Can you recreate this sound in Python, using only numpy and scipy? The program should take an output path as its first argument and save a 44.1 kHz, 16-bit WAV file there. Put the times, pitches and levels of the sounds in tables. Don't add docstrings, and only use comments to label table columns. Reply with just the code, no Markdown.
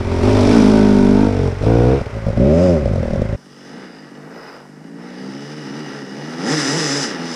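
import sys
import numpy as np
from scipy import signal
from scipy.fft import rfft, irfft
from scipy.io import wavfile
from scipy.ndimage import uniform_filter1d, minimum_filter1d

SR = 44100
rng = np.random.default_rng(int(sys.argv[2]) if len(sys.argv) > 2 else 0)


def unload_wav(signal):
    wavfile.write(
        sys.argv[1],
        SR,
        np.round(np.clip(np.atleast_2d(signal).T, -1, 1) * 32767).astype(np.int16),
    )


N = 324135

# pitch in Hz, relative strength in dB per Hz.
NEAR_RASP_COLOUR = [(200,-11.5),(600,7),(900,2),(1300,0),(1700,-7),(2000,-5.5),(2400,-3),(2800,-9.5),(3600,-16),(4300,-17.5),(5500,-48)]
# pitch in Hz, relative strength in dB per Hz.
NEAR_HISS_COLOUR = [(2060, -19.5), (3500, -2.5), (4330, -6.5), (5300, -2.5), (5910, -5.5), (6360, -12.5),
                    (8890, -16.5), (10200, -20), (11500, -32.5), (13900, -37), (15000, -48)]
MISFIRE_DB, MISFIRE_JITTER = 5, .04


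def near_bike():
    rate, throttle, thump_db, boom_db, bark_db, rasp_db, hiss_db = near_controls()
    starved = (1 - throttle) ** 2
    jitter = .004 + MISFIRE_JITTER * starved
    clicks = firings(rate, jitter, uneven_db=.6 + MISFIRE_DB * starved)
    pops, filled = overrun()
    exhaust = near_exhaust(clicks, rate, thump_db - 3 * filled, boom_db - 8 * filled, bark_db - 11 * filled)
    rasp_puffs = puffs(clicks, decay_s=0.0033, steady=3.9)
    rasp = from_db(rasp_db + 5.5) * even(colour(rasp_puffs, NEAR_RASP_COLOUR))
    hiss_puffs = puffs(clicks, decay_s=0.0074, steady=1.3)
    hiss = from_db(hiss_db + 2.5) * even(colour(hiss_puffs, NEAR_HISS_COLOUR))
    buffet = from_db(thump_db - 21.5) * rms_one(band(rng.standard_normal(N), 22, 54, order=2))
    bike = exhaust + pops + pipe_wall(clicks, rasp_db) + rasp + hiss + near_chamber(clicks, rate)
    return forest(bike, t60=.6, wet_db=-23) + buffet


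# time in seconds, firings per second.
PASSING_REVS = [(0.0, 45), (0.114, 43.3), (0.2, 41.7), (0.276, 53.6), (0.462, 46.8), (0.548, 59.4),
                (0.618, 49.9), (0.726, 54), (0.988, 49.3), (1.108, 49.3), (1.224, 52.4), (1.386, 46.3),
                (1.514, 44.8), (1.6, 46.6)]
CLIMBING_REVS = [(1.61, 49.05), (1.658, 56), (1.866, 61.5), (1.988, 71.97), (2.094, 60.4), (2.224, 54.22),
                 (2.384, 56.7), (2.452, 69.6), (2.544, 82.5), (2.636, 92.85), (2.704, 87.1), (2.786, 74.1),
                 (2.864, 57.2), (2.952, 45.21), (3.034, 38.55), (3.116, 39.06), (3.198, 52.46),
                 (3.35, 52.92)]
THROTTLE_TWISTS = [(0, 0.11, 0.46), (0.104, .22, 0.69), (0.229, 1.27, 0.99), (1.296, 1.473, 0.71),
                   (1.627, 1.936, 0.95), (2.161, 2.183, 0.27), (2.268, 2.29, 0.56), (2.374, 2.745, 0.91),
                   (2.821, 3.13, 0.65), (3.15, 3.22, 0.62), (3.296, 3.35, 0.4)]
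# time in seconds, side (0 ahead, 1 beside, 2 behind, 3 uphill).
SIDE_FACING = [(0, 0), (.45, 0), (.55, 1), (1.25, 1), (1.42, 2), (1.98, 2), (2.25, 3), (3.35, 3)]
# relative level in dB heard from ahead, beside, behind and uphill.
VOICE_LEVELS = [(-11.5, -16.5, -12, -12.5), (-20, -9.5, -8.5, -2.5), (-16.5, -15.5, -16.5, -17),
                (-29.5, -30, -29, -32), (-35, -32, -30, -33.5)]
# dB lost with the throttle shut, dB gained per doubling of revs,
# dB lost per doubling of distance (a minus sign turns gain into loss and loss into gain).
VOICE_RESPONSES = [(12, -6, -0.63), (24.8, -1.5, 2), (17.9, 8, 1.06), (8.05, 10.5, 3.5), (10.1, -1, 5)]
OPEN_S, SHUT_S = 0.027, 0.13
PASS_S, CLOSEST_M, SPEED_M_PER_S = 0.46, 0.9, 5.83
PULLING_REVS = 50


def near_controls():
    t = np.arange(N) / SR
    rate, = in_time(PASSING_REVS + CLIMBING_REVS)
    view, = in_time(SIDE_FACING)
    throttle = np.zeros(N)
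    for opened, shut, opening in THROTTLE_TWISTS:
        travel = np.maximum((opened - t) / OPEN_S, (t - shut) / SHUT_S)
        throttle = np.maximum(throttle, opening - np.maximum(travel, 0))
    revs = np.log2(np.maximum(rate / PULLING_REVS, 1))
    distance = np.log2(np.hypot(1, SPEED_M_PER_S * (t - PASS_S) / CLOSEST_M))
    levels = []
    for sides, (shut_db, revs_db, distance_db) in zip(VOICE_LEVELS, VOICE_RESPONSES):
        side_db = np.interp(view, np.arange(len(sides)), sides)
        levels.append(side_db - shut_db * (1 - throttle) + revs_db * revs - distance_db * distance)
    return rate, throttle, *levels


# pitch in Hz, relative strength in dB.
AHEAD_COLOUR = [(20,-17),(50,-19),(100,-6),(150,-17),(200,2),(250,12.5),(300,4),(400,0),(510,-13.5),(600,-6.5),(720,-21),(930,-15.5),(1350,-43.5),(2200,-53.5)]
BESIDE_COLOUR = [(20,-18),(50,-22.5),(100,-16.5),(150,-12.5),(210,7.5),(250,3.5),(330,-7.5),(400,-10),(520,-23.5),(610,-17.5),(770,-30.5),(910,-19.5),(1150,-47.5),(1500,-28.5),(2200,-64.5)]
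BEHIND_COLOUR = [(20,-34),(50,-3),(110,3),(190,-10),(240,-12),(320,-10),(430,0),(570,-9.5),(660,-11),(740,-13),(950,-21.5),(1280,-45),(1450,-22.5),(2200,-60)]
UPHILL_COLOUR = [(20,-65),(50,1),(85,3.5),(170,0.5),(280,-10),(380,-3.5),(470,-6.5),(550,9),(640,-4),(800,-18),(950,-39),(1250,-34),(2200,-56)]
GROUND_LAG_S = [0.00509, 0.00476, 0.00434, 0.00539]
# pitch in Hz, width in Hz, strength in dB.
PIPE_HONK = [(366, 61, 3)]
HONK_REVS, HONK_SPAN_REVS = 75.5, 8.4


def near_exhaust(clicks, rate, thump_db, boom_db, bark_db):
    view, = in_time(SIDE_FACING)
    turbulence = np.interp(view, [0, 1], [.3, .12])
    pulses = disperse(rms_one(clicks)) + turbulence * puffs(clicks, decay_s=0.011, steady=0.95)
    lag_s = np.interp(view, np.arange(len(GROUND_LAG_S)), GROUND_LAG_S) + 0.00042 * drift(4)
    bounce = band(pulses, 236, 3000, order=2)
    pulses = pulses + 0.64 * np.interp(np.arange(N) - lag_s * SR, np.arange(N), bounce)
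    pulses = muffle(forest(pulses, t60=.4, wet_db=-14))
    pipe = 0
    for k, side in enumerate([AHEAD_COLOUR, BESIDE_COLOUR, BEHIND_COLOUR, UPHILL_COLOUR]):
        pipe = pipe + np.maximum(1 - abs(view - k), 0) * rms_one(colour(pulses, side))
    honking = np.exp(-((rate - HONK_REVS) / HONK_SPAN_REVS) ** 2)
    pipe = pipe + honking * resonate(pipe, PIPE_HONK)
    low = signal.sosfiltfilt(signal.butter(4, 145, fs=SR, output="sos"), pipe)
    high = signal.sosfiltfilt(signal.butter(4, 330, "high", fs=SR, output="sos"), pipe)
    thump = from_db(thump_db - 3.5) * even(low)
    boom = from_db(boom_db - 1.0) * even(pipe - low - high)
    bark = from_db(bark_db + 0.9) * even(high)
    return thump + boom + bark


# time in seconds, relative level in dB.
LONE_POPS = [(1.636, -10), (2.011, -9), (2.265, -10.5), (2.283, -7.5), (2.301, -11), (2.373, -7),
             (2.856, -5.5), (2.876, -9.5), (2.934, -7.5), (2.957, -6.5), (2.979, -10.5), (3.029, -9.5),
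             (3.054, -11), (3.08, -10.5), (3.106, -10.5), (3.133, -6), (3.157, -8), (3.217, -4.5)]
# pitch in Hz, relative strength in dB.
POP_COLOUR = [(20,-8),(50,0.5),(100,2),(180,-7),(240,-6.5),(400,-14),(540,-6.5),(700,-19.5),(950,-36.5),(2200,-56)]


def overrun():
    clicks = np.zeros(N)
    for s, db in LONE_POPS:
        clicks[round(s * SR)] = from_db(db)
    bangs = rms_one(clicks) + 0.36 * puffs(clicks, decay_s=.005, steady=0)
    pops = muffle(colour(bangs, POP_COLOUR))
    pops = resonate(pops, [(234, 59.5, 6.55), (553, 186, 8.2)]) - pops
    spit = from_db(-63.5) * rms_one(colour(puffs(clicks, decay_s=0.006, steady=0), NEAR_HISS_COLOUR))
    free = minimum_filter1d(1. - (clicks > 0), size=1700, origin=200)
    filled = uniform_filter1d(1 - free, size=200)
    return from_db(2.5) * clicks.max() * pops / abs(pops).max() + spit, filled


# pitch in Hz, width in Hz, relative strength in dB.
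PIPE_WALL_TONES = [(634, 32, 1.5), (896.8, 110, -2), (1443, 124, -11.5)]


def pipe_wall(clicks, rasp_db):
    view, = in_time(SIDE_FACING)
    beside = np.clip(1 - 0.9 * abs(view - 1), 0, 1)
    ringing = resonate(disperse(clicks), PIPE_WALL_TONES)
    return beside * from_db(rasp_db + 6.0) * rms_one(muffle(ringing))


# pitch in Hz, relative strength in dB per Hz.
OPEN_RING_COLOUR = [(2060, -31), (3500, -11.5), (4360, -14.5), (4950, 0.5), (5170, 0), (5560, -7.5),
                    (6020, -6.5), (6510, -10.5), (7540, -12), (8570, -19.5), (10000, -21), (11200, -33),
                    (11800, -46), (13600, -37), (15000, -52)]
POWER_BAND_REVS, POWER_BAND_DB, POWER_BAND_DB_PER_OCT = 89.3, -41.5, 35


def near_chamber(clicks, rate):
    level_db = POWER_BAND_DB + POWER_BAND_DB_PER_OCT * np.log2(rate / POWER_BAND_REVS)
    gas = puffs(clicks, decay_s=0.0066, steady=1.8)
    return from_db(level_db) * even(colour(gas, OPEN_RING_COLOUR))


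# pitch in Hz, relative strength in dB.
FAR_EXHAUST_COLOUR = [(70,-2),(120,-14),(150,5),(210,4.5),(280,1.5),(350,-7.5),(460,-10),(600,-16.5),(700,-21),(850,-14.5),(1200,-23)]
# pitch in Hz, relative strength in dB per Hz.
FAR_RASP_COLOUR = [(410, -29), (700, -8.5), (818, 1), (986, -4.5), (1290, 3.5), (1420, 2.5), (1930, 2.5),
                   (2050, -1.5), (2250, -5), (2930, -7.5), (3190, -21), (3680, -12), (4290, -18.5),
                   (4500, -9.5), (5850, -51), (9900, -120)]
FAR_RING_COLOUR = [(2060, -19.5), (3500, -7), (4380, -16), (4550, -9), (4830, 1), (5140, -0.5), (5590, -7),
                   (6130, -8.5), (6630, -16.5), (7910, -20.5), (9330, -19.5), (10100, -23), (11900, -39),
                   (14200, -37), (15000, -30)]
# pitch in Hz, width in Hz, relative strength in dB.
CHAMBER_TONES = [(844, 48, -3), (1415, 66, -32), (1980, 290, 1), (2896, 84, 6), (3660, 70, -19),
                 (5300, 140, 2), (5910, 67, 8.5), (6800, 170, -17), (7050, 36, -11), (7640, 99, -1),
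                 (7630, 53, -13)]


def far_bike():
    rate, boom_db, bark_db, rasp_db, ring_db = far_controls()
    throttle = np.clip((ring_db + 40.0) / 14, 0, 1)
    clicks = firings(rate, jitter=.024 * (rate.min() / rate) ** 1.3, uneven_db=2.6 - throttle)
    pulses = disperse(rms_one(clicks))
    boom = forest(pulses + .25 * puffs(clicks, decay_s=.006, steady=.6), t60=.5, wet_db=-9)
    bark = forest(pulses + .55 * puffs(clicks, decay_s=.006, steady=.6), t60=.6, wet_db=-1)
    boom = band(colour(boom, FAR_EXHAUST_COLOUR), 128, 316.5, order=6)
    bark = band(colour(bark, FAR_EXHAUST_COLOUR), 338, 867)
    exhaust = from_db(boom_db - 1.2) * even(boom) + from_db(bark_db + 1.5) * even(bark)
    rumble = throttle * from_db(-61) * rms_one(band(rng.standard_normal(N), 25.07, 110.3, order=2))
    drive = puffs(clicks, decay_s=.003, steady=.6) + .6 * throttle * pulses
    scattered = rms_one(forest(drive, t60=1.0, wet_db=5)) * from_db(2.2 * drift(25))
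    steel = scattered + .5 * resonate(scattered, CHAMBER_TONES)
    closed_ring = rms_one(colour(steel, FAR_RING_COLOUR))
    open_ring = rms_one(colour(steel, OPEN_RING_COLOUR))
    ring = (1 - throttle) * closed_ring + throttle * open_ring
    rasp = from_db(rasp_db + 0.83) * even(colour(steel, FAR_RASP_COLOUR))
    return exhaust + rumble + rasp + from_db(ring_db + 1.16) * even(ring)


# time in seconds, firings per second, relative level of its low note in dB.
FAR_CRUISE = [(3.4, 48, -44.5), (4.05, 44.5, -41.5), (4.52, 45.4, -46.5), (4.97, 52.6, -33),
              (5.15, 53, -36.5), (5.45, 68, -33), (6.1, 64, -32.5), (6.36, 70, -30.5), (7.35, 77.3, -34)]
# second of the top, firings per second there, spin-up in octaves per second,
# spin-down in octaves per second, surge of the low note in dB.
FAR_BLIPS = [(3.79, 67, 4.73, 2, 7.5), (4.19, 50.3, 1.5, 2, 3.5), (4.34, 60.6, 2.6, 3, 6),
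             (5.279, 61, 2.3, 2, 6.5), (5.57, 77, 0.71, 2.3, .3), (5.77, 81.6, 4.9, 3.2, 3.5),
             (5.95, 74, 2.93, 2.5, -1), (6.22, 68, 1.25, 2, 1), (6.43, 94, 3.5, 2, -1),
             (6.52, 163, 8.3, 2.7, 12), (6.77, 171, 3.2, 3.2, 10.5), (6.97, 148, 1.3, 4.6, 7.5),
             (7.25, 86, 1, 1.5, 5.5)]
# time in seconds, relative level of the rasp in dB, of the treble ring in dB.
FAR_BRIGHTNESS = [(3.4, -60.5, -57), (3.66, -47, -49.5), (3.83, -43, -53), (3.96, -47.5, -56),
                  (4.3, -49, -59), (4.38, -45.5, -54), (4.52, -43, -54), (4.69, -56, -60.5),
                  (4.96, -51, -59.5), (5.03, -44.5, -53.5), (5.42, -43, -45), (5.97, -37.5, -44),
                  (6.07, -42.5, -47), (6.38, -36.5, -42), (6.52, -25.5, -25.5), (7.03, -28.5, -24.5),
                  (7.17, -33.5, -41), (7.35, -35.5, -32.5)]
SURGE_LEAD_S, SURGE_S = 0.011, 0.1
BARK_FOLLOWS_RASP, BARK_OFFSET_DB = 0.55, 0.27
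FLYWHEEL_S = .04


def far_controls():
    t = np.arange(N) / SR
    rate, boom_db = in_time(FAR_CRUISE)
    for top_s, top_rate, spin_up, spin_down, surge_db in FAR_BLIPS:
        octaves_below = np.maximum((top_s - t) * spin_up, (t - top_s) * spin_down)
        rate = np.maximum(rate, top_rate * 2 ** -octaves_below)
        boom_db = boom_db + surge_db * np.exp(-((t - top_s + SURGE_LEAD_S) / SURGE_S) ** 2)
    rasp_db, ring_db = in_time(FAR_BRIGHTNESS)
    bark_db = BARK_OFFSET_DB + boom_db + BARK_FOLLOWS_RASP * (rasp_db - boom_db)
    return uniform_filter1d(rate, size=int(FLYWHEEL_S * SR)), boom_db, bark_db, rasp_db, ring_db


# loudest second, width in seconds, pitch there in Hz, level there in dB.
STEEL_SWELLS = [(3.929, 0.19, 4920, -53), (4.469, 0.13, 5040, -48.5), (5.251, 0.1, 4800, -52)]
SING_SAG_HZ_PER_S = 510


def singing_steel():
    t, out = np.arange(N) / SR, 0
    grain = band(rng.standard_normal(N), 13, 140, order=2)
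    for s, width_s, hz, db in STEEL_SWELLS:
        pitch_hz = hz - SING_SAG_HZ_PER_S * (t - s)
        tone = np.sin(2 * np.pi * np.cumsum(pitch_hz) / SR)
        swell = np.exp(-((t - s) / width_s) ** 2)
        out = out + from_db(db) * swell * rms_one(grain * tone)
    return out


# pitch in Hz, relative strength in dB per Hz.
IDLE_COLOUR = [(300,-22), (700,0), (1050,-2), (1300,-2.5), (1520,-1), (1760,-5.5), (2020,-2.5), (2300,-9),
               (2900,-14), (4200,-21.5), (5200,-16.5), (6500,-24.5), (10000,-36), (12000,-48.5)]
IDLE_PER_S, IDLE_DB = 27, -38.5


def idling_bike():
    clicks = firings(np.full(N, IDLE_PER_S), jitter=0.033, uneven_db=1.0)
    return from_db(IDLE_DB) * rms_one(colour(puffs(clicks, decay_s=0.011, steady=3.0), IDLE_COLOUR))


# pitch in Hz, relative strength in dB per Hz.
GROWL_COLOUR = [(250,-28), (450,6), (600,1.5), (850,0), (1150,-4), (1550,-3), (2000,-19), (2800,-37)]
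GROWL_S, GROWL_RISE_S, GROWL_FALL_S, GROWL_DB, GROWL_PER_S = 4.48, 0.27, 0.17, -39.5, 80


def deepest_bike():
    since = np.arange(N) / SR - GROWL_S
    swell = np.exp(-(since / np.where(since < 0, GROWL_RISE_S, GROWL_FALL_S)) ** 2)
    clicks = firings(np.full(N, GROWL_PER_S), jitter=0.037, uneven_db=4.0)
    strokes = puffs(clicks, decay_s=0.0056, steady=0.97)
    return from_db(GROWL_DB) * swell * rms_one(colour(strokes, GROWL_COLOUR))


def forest_air():
    rumble = from_db(-66.5) * rms_one(band(rng.standard_normal(N), 25, 140, order=2))
    murmur = from_db(-54.0) * rms_one(band(rng.standard_normal(N), 500, 1900, order=3))
    leaves = from_db(-63.5) * rms_one(band(rng.standard_normal(N), 4400, 9600, order=2))
    return rumble + murmur + leaves


def firings(rate, jitter, uneven_db):
    count = .9 + np.cumsum(rate * (1 + jitter * drift(50))) / SR
    return np.diff(np.floor(count), prepend=0) * from_db(uneven_db * drift(120))


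def puffs(clicks, decay_s, steady):
    burst = rms_one(signal.lfilter([1], [1, -np.exp(-1 / (decay_s * SR))], clicks + 1e-18))
    return rms_one((burst + steady) * rng.standard_normal(N))


# pitch in Hz, width in Hz.
PIPE_STRETCHES = [(130, 92), (300, 87), (450, 78), (600, 61), (880, 100), (1450, 100)]


def disperse(x):
    for hz, width in PIPE_STRETCHES:
        r = np.exp(-np.pi * width / SR)
        poles = [1, -2 * r * np.cos(2 * np.pi * hz / SR), r * r]
        x = signal.lfilter(poles[::-1], poles, x + 1e-18)
    return x


def muffle(x):
    return signal.sosfilt(signal.butter(6, 1800, fs=SR, output="sos"), x)


def forest(x, t60, wet_db, count=500):
    delay, size = rng.uniform(.006, 1, count), rng.standard_normal(count)
    echoes = np.zeros(SR + 1)
    echoes[(delay * SR).astype(int)] = size * from_db(-60 * delay / t60)
    return x + from_db(wet_db) * signal.fftconvolve(x, echoes / np.linalg.norm(echoes))[:N]


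def resonate(x, modes):
    out = 0
    for hz, width, db in modes:
        r = np.exp(-np.pi * width / SR)
        poles = [1, -2 * r * np.cos(2 * np.pi * hz / SR), r * r]
        out = out + from_db(db) * (1 - r * r) / 2 * signal.lfilter([1, 0, -1], poles, x)
    return out


def colour(x, spectrum, size=8192):
    hz, db = np.transpose(spectrum)
    grid = np.maximum(np.arange(size // 2 + 1) * SR / size, 1)
    cepstrum = irfft(np.log(from_db(np.interp(np.log(grid), np.log(hz), db))))
    cepstrum[1:size // 2] *= 2
    cepstrum[size // 2 + 1:] = 0
    return signal.oaconvolve(x, irfft(np.exp(rfft(cepstrum))))[:N]


def band(x, low_hz, high_hz, order=3):
    edges = [low_hz, min(high_hz, .45 * SR)]
    return signal.sosfilt(signal.butter(order, edges, "band", fs=SR, output="sos"), x + 1e-18)


def even(x):
    power = uniform_filter1d(uniform_filter1d(x ** 2, size=2200), size=1800)
    return x / np.sqrt(np.maximum(power, 0) + 1e-5 * np.mean(x ** 2))


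def drift(rate):
    knots = rng.standard_normal(8000)
    return rms_one(np.interp(np.arange(N) / SR * rate, np.arange(len(knots)), knots))


def in_time(rows):
    s, *columns = np.transpose(rows)
    return [np.interp(np.arange(N) / SR, s, c) for c in columns]


def rms_one(x):
    return x / np.sqrt(np.mean(x ** 2) + 1e-20)


def from_db(db):
    return 10 ** (np.asarray(db) / 20)


CHANGE_S = 3.36


def scene():
    first = np.clip((CHANGE_S - np.arange(N) / SR) / 0.0064 + .5, 0, 1)
    close = near_bike() + idling_bike()
    distant = far_bike() + singing_steel() + deepest_bike()
    return (first * close + (1 - first) * distant + forest_air())[None]


CUTOFF_HZ = 15200


def record(dry):
    rounded = dry / (1 + (dry / .95) ** 8) ** (1 / 8)
    return signal.sosfilt(signal.ellip(10, .1, 80, CUTOFF_HZ, fs=SR, output="sos"), rounded)


dry = scene()
out = record(dry)
unload_wav(out)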